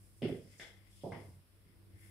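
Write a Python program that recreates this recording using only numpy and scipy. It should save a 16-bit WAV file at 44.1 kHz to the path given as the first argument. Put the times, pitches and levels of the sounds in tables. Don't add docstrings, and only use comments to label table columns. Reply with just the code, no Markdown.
import sys
import numpy as np
from scipy import signal
from scipy.fft import rfft, irfft, next_fast_len
from scipy.io import wavfile
from scipy.ndimage import map_coordinates

SR = 44100
rng = np.random.default_rng(int(sys.argv[2]) if len(sys.argv) > 2 else 0)


def master(y):
    cut = np.clip(np.atleast_2d(y).T, -1, 1)
    pcm = np.round(cut * 32767)
    wavfile.write(sys.argv[1], SR, pcm.astype(np.int16))


def volts_from_decibels(level):
    exponent = np.asarray(level, float) / 20
    return 10 ** exponent


N = 92610


def unit(x):
    return x / np.sqrt(np.mean(x ** 2) + 1e-20)


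def along(points, hz):
    f, v = np.transpose(points)
    return np.interp(np.log(hz + 1), np.log(f + 1), v)


def filtered(x, response):
    n = x.shape[-1]
    m = next_fast_len(n + 4096)
    return irfft(rfft(x, m) * response(np.fft.rfftfreq(m, 1 / SR)), m)[..., :n]


def peaks(table, f):
    return 1 + sum(volts_from_decibels(db) * 1j * f * w / (c * c - f * f + 1j * f * w) for c, w, db in table)


def band(hz, relative_width):
    w = hz * max(relative_width, 0.05)
    return lambda f: (1j * f * w / (hz * hz - f * f + 1j * f * w)) ** 2


def edge(f, hz, q=0.8):
    r = f / hz
    first, second, third = [1 - r ** 2 + 1j * r / section_q for section_q in (0.55, q, 1.84)]
    return 1 / (first * second * third)


def wobble(rate, n=N):
    return map_coordinates(rng.standard_normal(int(n * rate / SR) + 4), [np.arange(n) * rate / SR])


def panned(db, pan_db):
    return volts_from_decibels(db + np.array([[pan_db], [-pan_db]]) / 2)


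def add(out, s, sound):
    part = out[:, round(s * SR):][:, :sound.shape[1]]
    part += sound[:, :part.shape[1]]


# frequency_hz, correlation (0 to 1)
ALIKE = [(100, 0.99), (400, 0.87), (900, 0.43), (2000, 0.067), (8000, 0.039)]


def pair(n):
    turn = lambda hz: np.arccos(np.clip(along(ALIKE, hz), -1, 1)) / 2
    share = lambda hz: np.array([np.cos(turn(hz)), np.sin(turn(hz))])
    mid, side = filtered(rng.standard_normal((2, n)), share)
    return np.array([mid + side, mid - side])


# frequency_hz, t60_s
REVERBERATION = [(100, 0.59), (300, 0.42), (1000, .42), (3000, 0.41), (10000, 0.47)]
HOLD_S, FILL_S = 0.032, 0.0019


def hallway(direct_db):
    n = SR // 2
    hz, t, z = signal.stft(pair(n), SR, nperseg=256)
    decay_db = -60 * np.maximum(t - HOLD_S, 0) / along(REVERBERATION, hz)[:, None]
    tail = signal.istft(z * volts_from_decibels(decay_db), SR, nperseg=256)[1][:, :n]
    tail = tail * (1 - np.exp(-np.arange(n) / SR / FILL_S))
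    tail = tail / np.linalg.norm(tail[0])
    tail[:, 0] = volts_from_decibels(direct_db)
    return tail


# frequency_hz, width_hz, level_db
HUM = [(99.5, 13.8, 1), (195, 12, -12.5), (330, 14, -16.5)]
# time_s, lowest_line_level_db
HUM_LOAD = [(0.0, -65), (0.32, -65.5), (0.66, -66.5), (0.95, -66.5), (1.08, -64), (1.17, -62.5),
            (1.31, -63), (1.43, -74), (1.64, -66), (1.84, -66), (2.1, -62)]
# frequency_hz, density_db (per Hz)
AIR = [(15, -65), (25, -35), (102, 5.5), (156, -14.5), (327, -12.5), (368, -16), (460, -16), (1500, -34),
       (1950, -82), (3300, -120)]
AIR_DB, DEEP_DB = -76.5, -67.5
HUM_STEADY, HUM_SWAY_DB = 3.4, 2.3
AIR_FOLLOWS = 0.37


def house():
    t = np.arange(N) / SR
    hum = np.zeros((2, N))
    for hz, width_hz, db in HUM:
        tone = HUM_STEADY * np.sin(2 * np.pi * hz * t)
        hum += volts_from_decibels(db) * unit(tone + unit(filtered(pair(N), band(hz, width_hz / hz))))
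    air = unit(filtered(pair(N), lambda f: volts_from_decibels(along(AIR, f)) * (f > 120)))
    deep = unit(filtered(rng.standard_normal((2, N)), band(57, 0.82)))
    load_db = np.interp(t, *np.transpose(HUM_LOAD))
    stir_db = AIR_FOLLOWS * (load_db - load_db.mean())
    hum = volts_from_decibels(load_db + HUM_SWAY_DB * wobble(8.95)) * hum
    air = volts_from_decibels(AIR_DB + wobble(4.8)) * air
    deep = panned(DEEP_DB, 6) * volts_from_decibels(wobble(6.1)) * deep
    return hum + volts_from_decibels(stir_db) * (air + deep)


def friction(hz, relative_width, n):
    grain_db = 1.45 * wobble(60.9, n) + 0.6 * wobble(400, n)
    return unit(filtered(volts_from_decibels(grain_db) * rng.standard_normal((2, n)), band(hz, relative_width)))


# centre_s, length_s, level_db, centre_hz, left_right_db
RUSTLES = [(0.036, 0.33, -76, 9500, -0.5), (0.3, 0.28, -71.5, 9100, 0.5), (0.544, 0.1, -75.5, 2100, 9),
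           (0.554, 0.24, -74.5, 8000, -1.5), (1.019, 0.3, -73, 8600, 1), (1.034, 0.2, -77.5, 3056, 6),
           (1.265, 0.21, -75, 9200, 1), (0.86, 0.17, -84.5, 2100, 16), (1.7, .1, -87, 2100, 11.5),
           (2.05, 0.12, -71.5, 9500, -0.5), (2.061, 0.12, -81, 13500, 3), (2.096, 0.29, -75, 1898, 9.5),
           (1.15, 0.8, -84.5, 5100, -3.5), (1.9, 0.47, -76, 285, -1), (1.8, 0.12, -85, 900, 2),
           (0.46, 0.34, -87, 4815, 4.5)]
RUSTLE_WIDTH = 0.65
SCUFF_S, SCUFF_RISE_S, SCUFF_DB, SCUFF_HZ, SCUFF_WIDTH = 0.575, 0.04, -66, 7000, 0.67


def rustles():
    n = SR // 2
    out, t = np.zeros((2, N + n)), np.arange(n) / SR
    half = n / SR / 2
    u = t / SCUFF_RISE_S
    drag = u * np.exp(1 - u)
    add(out, SCUFF_S + half, volts_from_decibels(SCUFF_DB) * drag * friction(SCUFF_HZ, SCUFF_WIDTH, n))
    for s, length, db, hz, pan_db in RUSTLES:
        swell = np.exp(-((t - half) / (0.66 * length)) ** 2) * np.hanning(n) ** 0.5
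        add(out, s, panned(db, pan_db) * swell * friction(hz, RUSTLE_WIDTH, n))
    return out[:, round(half * SR):][:, :N]


# start_s, level_db, lower_edge_hz, upper_edge_hz, left_right_db
TICKS = [
    (0.221, -30, 2290, 3320, 4.5),
    (.2285, -33.5, 1760, 3026, -1),
    (.222, -37.5, 980, 1800, 2),
    (0.29, -41.5, 1110, 2470, 2),
    (0.597, -30.5, 1448, 2490, 3.5),
    (.599, -37, 2537, 3860, 5),
    (1.12, -36.5, 1520, 2480, 9.5),
    (1.128, -42.5, 1960, 3170, 9),
]
TICK_DIRECT_DB, TICK_SPILL_DB, SPILL_FALL_DB = -12, -14, 8


def ticks():
    out = np.zeros((2, N))
    for s, db, low_hz, high_hz, pan_db in TICKS:
        spill = volts_from_decibels(TICK_SPILL_DB - SPILL_FALL_DB * (high_hz < 3000))

        def hard(f):
            high_pass = np.conj(edge(low_hz ** 2 / (f + 1), low_hz))
            click = edge(f, high_hz) * edge(f, 0.93 * high_hz)
            return high_pass * (click + spill * edge(f, 4540))

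        add(out, s, panned(db + 18, pan_db) * filtered(hallway(TICK_DIRECT_DB), hard))
    return out


# start_s, pitch_hz, peak_db, rise_s, t60_s
SWINGS = [(.2265, 239, -27.5, 0.015, 0.1), (0.22, 151, -32, 0.017, 0.11), (.2525, 375, -29.5, 0.0023, 0.04),
          (.323, 412, -36, 0.0026, 0.047), (0.31, 390, -38, 0.026, 0.17), (0.29, 260, -37.5, 0.0085, 0.14),
          (1.09, 144, -48, 0.039, 0.27), (1.149, 100, -52, .03, 0.44), (1.279, 92.7, -50, 0.028, 0.43),
          (1.932, 94, -50.5, 0.0091, 0.24), (.2275, 2025, -56.5, 0.0015, 0.027),
          (.294, 560, -40, 0.0013, 0.026), (.5975, 1700, -53.5, 0.00065, 0.016),
          (.5985, 2800, -58, 0.0012, 0.025), (1.1205, 2100, -51.5, .001, 0.023),
          (1.1205, 1580, -55.5, 0.0011, 0.022), (1.146, 1900, -59.5, 0.0036, 0.056),
          (1.134, 2110, -64, 0.0024, 0.035), (1.2845, 300, -53, .002, 0.027)]


def swings():
    out, t = np.zeros((2, N)), np.arange(SR // 2) / SR
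    for s, hz, db, rise, t60 in SWINGS:
        envelope = volts_from_decibels(db - 60 * t / t60) * (1 - np.exp(-t / rise))
        add(out, s, (envelope * 2 * np.sin(2 * np.pi * hz * t))[None])
    return out


# start_s, level_db, contact_corner_hz, direct_share_db
THUDS = [
    (.219, -20, 664, -11.5),
    (0.2276, -14, 307, -19),
    (.292, -24, 562, -3),
    (.597, -37.5, 900, -9),
    (1.036, -21, 764, -13),
    (1.12, -28, 1097, -7.5),
    (1.12, -28.5, 330, -6),
    (1.285, -34.5, 202, -15),
    (1.649, -45, 375, -30),
]
# frequency_hz, width_hz, level_db
BOARDS = [(96, 52, 12.5), (144.7, 26, 1.5), (176, 14, 4.5), (246.5, 39, 1), (357, 78, 4), (444, 80, 4.5),
          (577, 45, -4.5), (655, 24, 0.5), (828, 70, -4)]
THUD_LOW_HZ, THUD_Q = 112, 0.8


def thuds():
    out = np.zeros((2, N))
    for s, db, hz, direct_db in THUDS:
        def soft(f):
            low_cut = (1j * f / (THUD_LOW_HZ + 1j * f)) ** 2
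            return peaks(BOARDS, f) * edge(f, hz, THUD_Q) * low_cut

        add(out, s, volts_from_decibels(db + 19) * filtered(hallway(direct_db), soft))
    return out


def scene():
    return house() + rustles() + ticks() + swings() + thuds()


def band_limit(x):
    return signal.sosfilt(signal.butter(12, 15680, fs=SR, output="sos"), x)


# frequency_hz, width_hz, level_db
LEFT_PORT = [(2100, 128, 9), (3413, 214, 10), (5100, 400, 16), (9550, 720, 3)]
RIGHT_PORT = [(1800, 230, -5.5), (3120, 300, -10), (5000, 2700, 6), (9500, 4900, -9)]
# frequency_hz, density_db (per Hz)
HISS = [(600, -26), (1000, -3), (2500, -4), (5300, -12), (6300, -23.5), (7900, -10), (9800, -3.5),
        (15600, -12.5)]
HISS_DB, ROOM_HISS_DB, TOP_HZ = -74, -85, 15720
RIGHT_BASS_DB, BASS_HZ = 4, 900
DIP_HZ, DIP_WIDE_HZ, DIP_DEPTH = 6500, 1310, 0.34


def record(dry):
    def ports(f):
        right_bass = volts_from_decibels(RIGHT_BASS_DB * (f > 110) / (1 + (f / BASS_HZ) ** 2))
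        dip = 1 - DIP_DEPTH * 1j * f * DIP_WIDE_HZ / (DIP_HZ ** 2 - f * f + 1j * f * DIP_WIDE_HZ)
        return np.array([peaks(LEFT_PORT, f), peaks(RIGHT_PORT, f) * right_bass]) * dip

    hiss = volts_from_decibels(HISS_DB) * unit(filtered(rng.standard_normal((2, N)), lambda f: volts_from_decibels(along(HISS, f))))
    room = dry + volts_from_decibels(ROOM_HISS_DB) * rng.standard_normal((2, N))
    mix = filtered(filtered(room, ports) + hiss, lambda f: f < TOP_HZ)
    return band_limit(mix)


dry = scene()
out = record(dry)
master(out)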